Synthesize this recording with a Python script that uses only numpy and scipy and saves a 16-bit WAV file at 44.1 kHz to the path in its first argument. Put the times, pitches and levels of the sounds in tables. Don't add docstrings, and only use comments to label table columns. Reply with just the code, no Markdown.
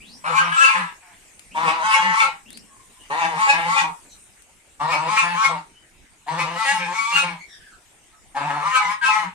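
import sys
import numpy as np
from scipy import signal
from scipy.fft import rfft, irfft, next_fast_len
from scipy.io import wavfile
from scipy.ndimage import uniform_filter1d, map_coordinates

SR = 44100
rng = np.random.default_rng(int(sys.argv[2]) if len(sys.argv) > 2 else 0)


def generate_wav(sig):
    pcm = np.round(np.clip(np.atleast_2d(sig).T, -1, 1) * 32767).astype(np.int16)
    wavfile.write(sys.argv[1], SR, pcm)


N = 411894
SIDES = np.array([[.5], [-.5]])

# start and end in seconds, lowest overtones in dB, fade-in and fade-out in seconds,
# hoarseness in dB, left side later in ms, left side louder in dB.
HONKS = [(0.237, 0.932, -4.5, 0.027, 0.3, 0.5, 0.32, 0.5), (1.545, 2.368, 0.5, 0.024, 0.2, 0.5, 0.22, -1),
         (3.098, 3.963, 0.5, 0.017, 0.2, 1, 0.23, -0.5), (4.794, 5.65, 0.5, 0.019, 0.099, 2, 0.029, 0),
         (6.263, 7.424, 4, 0.025, 0.16, 4, 0.02, 0.5), (8.345, 8.991, -3.5, 0.021, 0.077, 0, 0.021, 0),
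         (9.01, 9.337, -1.5, 0.025, 0.19, -0.5, 0.022, 1)]
# frequency in Hz, left louder in dB, left later in radians.
NEAR_SURFACES = [(330, 1, 0), (524.5, -7.5, 0), (700, 1, -0.53), (900, 3, 0.21), (1040, 5.5, 0.94),
                 (1220, 3.5, 1.5), (1400, -0.5, 2.1), (1650, 4, 0.76), (2200, 2.5, 0.5), (3000, -2, 0.87)]


def goose():
    out = np.zeros((2, N))
    second_hz, strength = second_membrane()
    near_hz, near_db, near_phase = np.transpose(NEAR_SURFACES)
    for s, end, low_db, attack_s, release_s, hoarse_db, lag_ms, left_db in HONKS:
        def placement(f):
            lag = 2 * np.pi * lag_ms / 1000 * f * highs(f, 1400, 6)
            phase = np.interp(f, near_hz, near_phase) + lag
            gain = amp(1.5 + SIDES * (left_db + np.interp(f, near_hz, near_db)))
            return gain * np.exp(-1j * SIDES * phase)
        start = round(s * SR)
        controls = effort(s, end, attack_s, release_s, hoarse_db)
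        voice = honk(controls, second_hz[start:], strength[start:], low_db)
        add(out, start, filtered(voice, placement))
        add(out, start, amp(-2.5) * filtered(walls(voice[0]), lambda f: highs(f, 900)))
    return out + chest()


# start in seconds, first and last pitch in Hz, windpipe level in dB, beak level above that
# in dB, windpipe peak in Hz, beak peak in Hz.
GOOSE_NOTES = [(0.239, 148.7, 171.5, -26.5, -8, 1290, 1700), (0.339, 227.6, 217.9, -21, -11, 1120, 2480),
               (0.39, 261.7, 272.2, -30, 1.5, 1320, 1570), (0.42, 172.1, 169, -27, -5, 1230, 1540),
               (0.478, 166.8, 185, -33.5, 2.5, 1240, 1670), (0.53, 267.7, 270.4, -22.5, 8, 1380, 1650),
               (0.561, 270.6, 267.6, -20.5, -13.5, 1350, 2540),
               (0.599, 269.8, 265.1, -20, 13.5, 1330, 1650), (0.634, 266, 265, -21, 0.5, 1337, 2714),
               (0.695, 218.3, 209.6, -24.5, 0, 1080, 2450), (0.743, 179.9, 151.4, -18.5, -1, 998, 1698),
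               (1.546, 150.6, 162.9, -24.5, -11.5, 990, 1725), (1.639, 161.6, 163, -24, -8.5, 1160, 2630),
               (1.712, 160.3, 164.1, -27, -12, 940, 2000), (1.824, 220.6, 218.2, -22.5, -8, 1010, 1590),
               (1.918, 269, 271.1, -20, 7, 1106, 2801), (1.965, 274.5, 280.2, -19.5, -17, 1040, 1640),
               (2.004, 176.3, 181.1, -25.5, 0, 977, 1854), (2.139, 212.5, 228.8, -21, -10, 1137, 2054),
               (2.197, 266.7, 280.6, -16, -9, 1267, 2285), (2.284, 177.4, 155.3, -22.5, -4.5, 890, 2053),
               (3.103, 141.8, 170.8, -26.5, -8.5, 946, 1877), (3.202, 168.9, 161, -21.5, -4, 890, 2630),
               (3.247, 160.4, 158, -28.5, -10, 870, 2000), (3.378, 219.4, 220.9, -21.5, -10, 1184, 2063),
               (3.479, 276.1, 284, -23, 1, 865, 2640), (3.541, 162.3, 168.3, -28.5, -2.5, 886, 2092),
               (3.674, 214.7, 229, -22, -9.5, 1099, 2020), (3.755, 269.5, 279, -21, -5, 983, 2380),
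               (3.85, 161.5, 146.2, -18.5, -31, 958, 2422), (4.796, 144.4, 167, -25.5, -15.5, 920, 1870),
               (4.909, 257.4, 257.3, -22.5, 1, 1230, 2360), (4.958, 151.8, 162.6, -27.5, -12, 906, 2560),
               (5.084, 218.2, 214.9, -21, -12.5, 1000, 2420), (5.165, 264.3, 268.2, -23.5, -5, 1150, 2440),
               (5.236, 175.2, 175.4, -28.5, -4, 980, 1700), (5.361, 220.7, 220.7, -22.5, -12.5, 1194, 1580),
               (5.435, 271.6, 269.5, -23.5, -7.5, 1143, 2236), (5.506, 164, 146.6, -31.5, -14.5, 880, 1975),
               (6.268, 148.4, 175.5, -29.5, -11, 950, 1800), (6.39, 265.5, 260.5, -30, -8.5, 1100, 2470),
               (6.456, 157.5, 169.7, -34, -6, 860, 2880), (6.564, 224.6, 222.9, -26.5, -6, 1236, 1930),
               (6.658, 271.8, 284, -26.5, 6, 906, 1800), (6.726, 223, 216.6, -26, -12.5, 794, 2060),
               (6.799, 179.4, 171.9, -39.5, 12, 820, 2400), (6.858, 169, 185.2, -30.5, -11, 900, 1780),
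               (6.934, 227.6, 224.3, -30, 0.5, 1139, 2310), (7.05, 228.2, 233.3, -29.5, -3, 1150, 2300),
               (7.128, 273.3, 285.6, -26, 0, 1360, 2775), (7.183, 285, 278.8, -24.5, -2, 1400, 2436),
               (7.235, 176.8, 150.9, -35, -2, 914, 2210), (8.35, 137.7, 150.8, -27.5, -9.5, 845, 1750),
               (8.49, 141.9, 151.4, -27.5, -12, 827, 1850), (8.638, 199.5, 210, -25, -10.5, 1086, 1880),
               (8.724, 260.6, 256.2, -33.5, 7.5, 1260, 1520), (8.759, 254.7, 253.2, -23.5, -11, 1220, 2380),
               (8.81, 208.2, 203, -26, -3.5, 860, 2050), (8.871, 202.7, 212.8, -26, -8, 1097, 1930),
               (9.006, 317.7, 317.5, -37.5, 17, 1610, 1660), (9.042, 260, 261.4, -21, 3.5, 1304, 1610),
               (9.072, 262.4, 259.7, -19.5, -11, 1270, 2600), (9.105, 259.2, 262.3, -21, -6, 1204, 2060),
               (9.156, 211.6, 212.2, -22.5, -7, 900, 2020), (9.231, 171.5, 148.2, -22.5, -8, 896, 2130)]
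# middle and half length in seconds, boost in dB, beak boost in dB.
BREATH_PUSHES = [(0.386, 0.039, 6.5, 4.5), (0.651, 0.01, 1.5, 4.5), (1.694, 0.041, 5, 6),
                 (1.98, 0.058, -1, 2.5), (2.207, 0.051, -1.5, 11), (3.249, 0.024, 2.5, 2),
                 (3.501, 0.019, 5.5, 4), (3.788, .03, -2, 11.5), (4.928, 0.03, 0, 0.5),
                 (5.183, 0.036, 1.5, 9), (5.448, 0.033, 2.5, 10.5), (6.406, 0.041, 3, 11),
                 (6.7, 0.033, 0.5, 1), (7.165, 0.044, 1, 7.5), (8.37, 0.011, 3, -3), (8.507, 0.015, 2.5, 4),
                 (8.667, .015, 4.5, -6), (8.763, 0.038, 12.5, -1), (9.072, 0.057, 1.5, 1)]
TENSE_HZ, JUMP_RATIO, SWELL_S = 195, 1.08, .066


def effort(start, end, attack_s, release_s, hoarse_db):
    notes = np.array([row for row in GOOSE_NOTES if start - .03 < row[0] < end])
    note_s, first_hz, last_hz, pipe_db, beak_db, pipe_hz, beak_hz = notes.T
    t = np.arange(round(start * SR), min(round(end * SR), N)) / SR
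    edges = np.append(note_s, end)
    k = np.clip(np.searchsorted(edges, t) - 1, 0, len(notes) - 1)
    progress = np.clip((t - edges[k]) / (edges[k + 1] - edges[k]), 0, 1)
    tense = first_hz[k] > TENSE_HZ
    leap = tense & (first_hz[np.maximum(k - 1, 0)] < TENSE_HZ)
    scoop = 1 - .07 * leap * np.exp(-np.abs(t - edges[k]) / .01795)
    hz = scoop * (first_hz[k] + progress * (last_hz[k] - first_hz[k]))
    jumps = np.abs(np.log(first_hz[1:] / last_hz[:-1])) > np.log(JUMP_RATIO)
    odd = np.append(0, np.cumsum(jumps))[k] % 2 == 1
    at, half, *gains_db = np.transpose(BREATH_PUSHES)
    push_db, open_db = gains_db @ np.clip(1 - np.abs(t - at[:, None]) / half[:, None], 0, 1)
    arch = tense * (np.sin(np.pi * progress ** .75) - .6)
    sag = ~tense * (.5 - progress)
    db = smooth(pipe_db[k] + 3 * arch + 4.5 * sag, SWELL_S) + push_db
    beak_db = smooth(beak_db[k] + 1.3 * arch, SWELL_S) + open_db
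    rasp_db = -14.5 + hoarse_db + .41 * beak_db + 5 * np.log2(smooth(hz, SWELL_S) / 160)
    db -= 14 * np.clip(1 - (t - start) / attack_s, 0, 1)
    db -= 32.5 * np.clip(1 - (end - t) / release_s, 0, 1) ** 1.93
    return hz, db, beak_db, rasp_db, pipe_hz[k], beak_hz[k], push_db, odd


# frequency in Hz, width in Hz, level in dB.
WINDPIPE_RINGS = [(248, 125, -6), (524.5, 83, -2.5), (925, 149, 6.5), (1187, 80, 5.5), (1314, 122, 2)]
BEAK_RINGS = [(1608, 176, 5), (2140, 367, 4), (2284, 107, 9.5), (2510, 163, 2.5), (2772, 350, 2),
              (3240, 1200, -12.5), (3504, 150, -8), (3720, 500, -9)]
# frequency in Hz, relative level in dB.
RASP_COLOUR = [(1760, -64), (3000, -3.5), (3300, -3), (3840, 0.5), (4890, -4.5), (9130, -4.5), (11600, -23),
               (13500, -24), (15000, -62.5), (15500, -95)]


def honk(controls, second_hz, strength, low_db):
    main_hz, db, beak_db, rasp_db, pipe_hz, beak_hz, push_db, odd = controls
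    n = len(db)
    held = np.array([nearest(~odd), nearest(odd), np.arange(n)])
    hz = np.array([*main_hz[held[:2]], second_hz[:n]])[:, None]
    fade = np.pi / 2 * np.clip(smooth(1. * odd, seconds=.031), 0, 1)
    shares = np.array([np.cos(fade), np.sin(fade), strength[:n]])
    slack = np.clip((230 - hz) / 70, 0, 1)
    waver = (.004 + .016 * slack) * wobble(n, 100) + (.003 + .009 * slack) * wobble(n, 22)
    phase = phase_of(hz * (1 + waver))
    voices = shares * overtones(phase, hz, slack, pipe_hz[held][:, None], beak_hz[held][:, None], low_db)
    loose = (shares[:2] ** 2 * slack[:2, 0]).sum(axis=0)
    pulses = unit(voices.sum(axis=0) * amp((2 + .62 * loose) * wobble(n, 90.17)))
    puff = 2 + (shares[:2] ** 2 * np.cos(phase[:2, 0] / 2) ** 4).sum(axis=0)
    breath = unit(filtered(puff * rng.standard_normal(n), lambda f: (f < 4500) * highs(f, 560)))
    into_pipe = pulses + (.05 + .18 * loose) * breath
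    into_beak = pulses + (.12 + .26 * loose) * amp(push_db / 4) * breath
    pipe = steady(filtered(into_pipe, lambda f: rings(WINDPIPE_RINGS)(f) * (f < 1500)))
    beak = steady(filtered(into_beak, lambda f: rings(BEAK_RINGS)(f) * (f > 1480)))
    rasp = unit(puff * patches(n, patchy_db=4)) + .8 * pulses
    rasp = steady(filtered(rasp, lambda f: amp(along(RASP_COLOUR, f))))
    rasp *= amp(.49 * wobble(n, 15.64))
    return amp(db) * (pipe + amp(beak_db) * beak + amp(rasp_db) * rasp)


def overtones(phase, hz, slack, pipe_hz, beak_hz, low_db):
    step = 64
    order = np.arange(1, 33)[:, None]
    hz, slack, pipe_hz, beak_hz = [x[..., ::step] for x in (hz, slack, pipe_hz, beak_hz)]
    tone_hz = order * hz
    low = tone_hz < 810
    near = lambda peak_hz, width_hz: 1 / (1 + ((tone_hz - peak_hz) / width_hz) ** 2)
    upper = (.7 * near(2 * beak_hz, 70) + .4 * near(pipe_hz + beak_hz, 50)) * (tone_hz < 3500)
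    bright = near(beak_hz, 70) + .4 * near(2 * pipe_hz, 70) + upper
    gain = .6 + .4 * slack + 2.5 * near(pipe_hz, 90) + (7.5 - 5 * slack) * bright
    flicker = blur(rng.standard_normal(tone_hz.shape), 20)
    gain *= amp((3.2 + 2 * low) * unit(flicker))
    gain *= np.where(low, amp(low_db) * (.11 + slack ** 2.4 + .4 * near(545, 25)), 1)
    gain[2] *= (tone_hz[2] > 1480) | (hz[2] < 300)
    gain = np.repeat(uniform_filter1d(gain, size=9), step, axis=-1)
    gain = uniform_filter1d(gain, size=step)[..., :phase.shape[-1]]
    return (gain * np.cos(order * phase)).sum(axis=1)


# start and length in seconds, pitch in Hz, first and last level in dB against the main voice.
SECOND_NOTES = [(0.39, .04, 210.5, -16.5, 3), (0.515, 0.052, 328.4, 17, 11), (0.566, .035, 217.9, -24, -18),
                (.6, 0.055, 330, 4, 4), (.655, 0.042, 219.2, -10, -14), (0.694, 0.039, 267.2, -1, -18.5),
                (.743, 0.055, 216, 10.5, -15), (1.925, 0.23, 220.3, -2, 12.5), (2.194, 0.036, 218.5, 14, 0),
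                (3.755, 0.073, 219.1, 2.5, -2.5), (4.909, 0.048, 155.5, -6, 0), (6.392, .064, 166.9, -1, 5),
                (5.164, 0.067, 216.2, -1, -1), (5.435, 0.058, 215.4, -3.5, -5),
                (7.127, 0.11, 228.5, -2, -18.5), (8.751, 0.055, 206, -10, 3), (8.807, 0.074, 248, 1, -3),
                (9.042, 0.028, 317, -9, 2), (9.075, 0.13, 215.3, -2, -4)]


def second_membrane():
    hz, strength = np.ones(N), np.zeros(N)
    for s, length, pitch_hz, first_db, last_db in SECOND_NOTES:
        start, t, shape = swell(s, length, edge_s=.012)
        hz[start:start + len(t)] = pitch_hz
        add(strength, start, shape * amp(np.linspace(first_db, last_db, len(t))))
    return hz, strength


# start and length in seconds, level in dB, pitch in Hz.
CHEST_HUMS = [(0.279, 0.089, -37.5, 165), (0.402, 0.14, -36.5, 165.3), (0.752, 0.11, -39, 180.5),
              (1.58, 0.12, -51, 161.7), (1.843, 0.028, -43, 172.4), (2.01, 0.13, -38.5, 188.4),
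              (2.264, 0.023, -47, 177.2), (3.131, 0.056, -46, 162.2), (3.257, 0.15, -44.5, 164),
              (3.534, 0.22, -44.5, 167.2), (3.813, 0.12, -45, 169.4), (4.841, 0.3, -40, 155),
              (5.225, 0.17, -41.5, 176.6), (5.473, 0.14, -42, 165.5), (6.313, 0.268, -37.5, 159.4),
              (6.727, 0.032, -43, 178), (6.793, 0.14, -37.5, 172), (7.146, 0.07, -47, 181.3),
              (7.256, 0.1, -36.5, 172.7), (8.386, 0.31, -45, 144), (8.858, 0.055, -45.5, 176.4),
              (9.199, 0.1, -42, 170)]


def chest(edge_s=.05):
    gain = np.zeros(N)
    for s, end, *_ in HONKS:
        add(gain, round(s * SR), np.full(round((end - s) * SR), amp(-60.5)))
    for s, length, db, _ in CHEST_HUMS:
        start, t, shape = swell(s - edge_s / 2, length + edge_s, edge_s)
        add(gain, start, amp(db) * shape)
    s, length, _, hz = np.transpose(CHEST_HUMS)
    hum_hz = np.interp(np.arange(N) / SR, s + length / 2, hz) * (1 + .035 * wobble(N, 30))
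    gain *= amp(3.3 * wobble(N, 25))
    return np.sqrt(2) * gain * np.sin(phase_of(hum_hz))


# start and length in seconds, first pitch in Hz, level in dB, flutter level in dB.
DUCK_WHISTLES = [(0.0, 0.19, 2220, -46.5, -57), (1.507, 0.17, 2300, -47.5, -50.5),
                 (2.455, 0.151, 2440, -47.5, -53)]
RISE_HZ_PER_S, WHISTLE_TOP_HZ = 20500, 5700


def duck_whistles():
    out = np.zeros(N)
    for s, length, first_hz, db, flutter_db in DUCK_WHISTLES:
        start, t, shape = swell(s, length)
        hz = np.minimum(first_hz + RISE_HZ_PER_S * t, WHISTLE_TOP_HZ)
        phase = phase_of(hz * (1 + .05 * wobble(len(t), 1200)))
        flutter = unit(filtered(rng.standard_normal(len(t)), rings([(216, 26, 0)])))
        gain = amp(db - 5 * t / length + 3 * wobble(len(t), 56))
        add(out, start, shape * (gain * np.sin(phase) + amp(flutter_db) * flutter))
    return out + amp(-3.5) * walls(out)[:, :N]


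# start and length in seconds, first and last pitch in Hz, relative level in dB,
# overtone boost in dB, waver as a share of the pitch.
DUCK_PEEPS = [(2.626, 0.26, 1150, 1005, -68, -21, 0.035), (2.922, 0.16, 1040, 1052, -76, -21, 0.042),
              (2.973, 0.12, 2976, 3000, -61.5, -18, 0.03), (4.079, 0.082, 2110, 1960, -87, 25, 0.041),
              (5.67, 0.21, 3040, 2970, -71, -20.5, 0.02), (5.702, 0.13, 2233, 2180, -76.5, -13.5, 0.0093),
              (7.362, .12, 2216, 2218, -53, -13.5, 0.029), (7.445, 0.16, 1947, 1698, -64, 2, 0.0515),
              (7.577, 0.12, 1675, 1702, -64, -9.5, 0.043), (7.692, 0.072, 1635, 1370, -61.5, -13, 0.094),
              (8.124, 0.041, 1273, 1285, -62.5, -21, 0.046)]


def duck_peeps():
    out = np.zeros(N)
    for s, length, first_hz, last_hz, db, over_db, waver in DUCK_PEEPS:
        start, t, shape = swell(s, length, edge_s=length / 3)
        hz = np.linspace(first_hz, last_hz, len(t))
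        phase = phase_of(hz * (1 + waver * wobble(len(t), 299)))
        tone = np.sin(phase) + amp(over_db) * (.79 * np.sin(2 * phase) + .9 * np.sin(3 * phase))
        add(out, start, shape * amp(db + 4.9 * wobble(len(t), 42)) * tone)
    return 2.2 * out + amp(8.5) * walls(out)[:, :N]


# start and length in seconds, pulses a second, relative level in dB.
DUCK_QUACKS = [(1.02, 0.13, 180, -59), (2.69, 0.092, 210, -70), (4.045, 0.03, 230, -63),
               (6.112, 0.049, 200, -75), (8.113, 0.043, 180, -67)]


def duck_quacks():
    out = np.zeros(N)
    throat = rings([(890, 240, -4.5), (1650, 230, 5), (2270, 330, 2)])
    for s, length, rate, db in DUCK_QUACKS:
        start, t, shape = swell(s, length)
        phase = phase_of(rate * (1 + .04 * wobble(len(t), 80)))
        buzz = np.cos(phase / 2) ** 40 + .15 * rng.standard_normal(len(t))
        quack = unit(filtered(buzz - buzz.mean(), lambda f: throat(f) * (f > 600)))
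        add(out, start, amp(db) * shape * quack)
    return 2 * out + walls(out)[:, :N]


# start in seconds, relative level in dB, left side louder in dB.
GRIT_TICKS = [(1.394, -44, 3), (2.5043, -47.5, 13), (2.5296, -47, 5), (2.5732, -41, 10), (4.4218, -54, 3.5),
              (8.041, -61.5, -1)]


def grit_ticks():
    out, t = np.zeros((2, N)), np.arange(1500) / SR
    decay = amp(-60 * t / .02) + .1 * amp(-60 * t / .21)
    for s, db, left_db in GRIT_TICKS:
        crack = rng.standard_normal((2, len(t))) * decay
        out[:, round(s * SR):][:, :len(t)] += amp(db + 3 + SIDES * left_db) * crack
    return filtered(out, rings([(2250, 1600, 7.9), (9200, 1000, 16)]))


# frequency in Hz, seconds the echo takes to fade by 60 dB.
ECHO_TIMES = [(150, 0.53), (1000, 0.24), (4000, 0.2), (12000, 0.0073)]


def walls(x):
    hz, t, noise = signal.stft(rng.standard_normal((2, SR // 2)), SR, nperseg=256)
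    decay = amp(-60 * t / along(ECHO_TIMES, hz)[:, None])
    tail = signal.istft(noise * decay, SR, nperseg=256)[1]
    return signal.fftconvolve(np.pad(x, (350, 0))[None], tail / np.linalg.norm(tail[0]), axes=1)


# time in seconds, murmur level in dB, hiss level in dB.
AIR_LEVELS = [(0, -55, -54.5), (1.2, -54.5, -56), (2.7, -56.5, -56), (3.051, -52.5, -54), (4.2, -56, -53.5),
              (4.6, -57.5, -59), (6, -56.5, -61.5), (7.6, -56.5, -58), (8.2, -57, -60.5)]
# frequency in Hz, relative level in dB.
AIR_COLOUR = [(12, -34.5), (20, -4.5), (129, -17), (340, -17.5), (546, -23.5), (851, -21.5), (1220, -24.5),
              (2250, -19), (2890, -20.5), (3320, -22.5), (4510, -24), (8780, -8), (10700, -20.5),
              (13300, -25.5), (15300, -69)]
# frequency in Hz, how alike left and right are from 0 to 1.
AIR_LIKENESS = [(30, 0.23), (120, 0.72), (640, 0.63), (1400, 0.15), (15000, 0.061)]


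def yard_air():
    def colour(f):
        spread = np.arccos(along(AIR_LIKENESS, f)) / 2
        return amp(along(AIR_COLOUR, f)) * [np.cos(spread), np.sin(spread)]
    middle, side = filtered(patches(N, patchy_db=3), colour)
    both = np.array([middle + side, middle - side])
    s, *levels = np.transpose(AIR_LEVELS)
    murmur_db, hiss_db = [np.interp(np.arange(N) / SR, s, db) for db in levels]
    murmur = filtered(both, lambda f: 1 / (1 + (f / 3800) ** 4))
    hiss = filtered(both, lambda f: highs(f, 3800))
    return amp(murmur_db) * unit(murmur) + amp(hiss_db) * unit(hiss)


def patches(n, patchy_db):
    noise = signal.stft(rng.standard_normal((2, n)), nperseg=512)[2]
    field = uniform_filter1d(rng.standard_normal(noise.shape[1:]), size=6, axis=0)
    field = uniform_filter1d(field, size=10, axis=1)
    return signal.istft(noise * amp(patchy_db * unit(field)), nperseg=512)[1][:, :n]


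def amp(db):
    return 10 ** (np.asarray(db) / 20)


def unit(x):
    return x / np.sqrt(np.mean(x ** 2) + 1e-20)


def steady(x):
    return x / np.sqrt(np.abs(blur(x ** 2, 1300)) + 1e-9)


def smooth(x, seconds):
    return uniform_filter1d(x, size=max(1, round(seconds * SR)))


def blur(x, size):
    return uniform_filter1d(uniform_filter1d(x, size), size)


def along(points, hz):
    f, values = np.transpose(points)
    return np.interp(np.log(hz + 1), np.log(f + 1), values)


def phase_of(hz):
    return 2 * np.pi * np.cumsum(hz, axis=-1) / SR


def wobble(n, rate):
    return map_coordinates(rng.standard_normal(int(n * rate / SR) + 4), [np.arange(n) * rate / SR])


def filtered(x, response):
    size = next_fast_len(x.shape[-1] + 8192)
    return irfft(rfft(x, size) * response(np.fft.rfftfreq(size, 1 / SR)), size)[..., :x.shape[-1]]


def highs(f, edge_hz, steepness=4):
    return 1 / (1 + (edge_hz / (f + 1)) ** steepness)


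def rings(table):
    return lambda f: sum((-1) ** k * amp(db) * 1j * f * width / (hz * hz - f * f + 1j * f * width)
                         for k, (hz, width, db) in enumerate(table))


def swell(s, length, edge_s=.0082):
    t = np.arange(round(length * SR)) / SR
    ramp = np.clip(np.minimum(t, length - t) / edge_s, 0, 1)
    return round(s * SR), t, np.sin(np.pi / 2 * ramp) ** 2


def nearest(on):
    at = np.flatnonzero(on)
    return at[np.round(np.interp(np.arange(len(on)), at, np.arange(len(at)))).astype(int)]


def add(into, start, x):
    n = min(x.shape[-1], into.shape[-1] - start)
    into[..., start:start + n] += x[..., :n] * signal.windows.tukey(n, min(1, 400 / n))


def scene():
    return goose() + duck_whistles() + duck_peeps() + duck_quacks() + grit_ticks() + yard_air()


# frequency in Hz, left louder in dB.
MIC_BALANCE = [(25, -1.5), (110, 0.5), (500, 0), (4000, 3), (9000, 0), (13000, 1)]


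def record(dry, top_hz=16050):
    def response(f):
        treble_loss_db = .0089 * np.clip(f - 14300, 0, None)
        return (f < top_hz) * amp(SIDES * along(MIC_BALANCE, f) - treble_loss_db)
    rounded = dry / (1 + np.abs(dry / .95) ** 8) ** (1 / 8)
    return filtered(rounded, response)


dry = scene()
out = record(dry)
generate_wav(out)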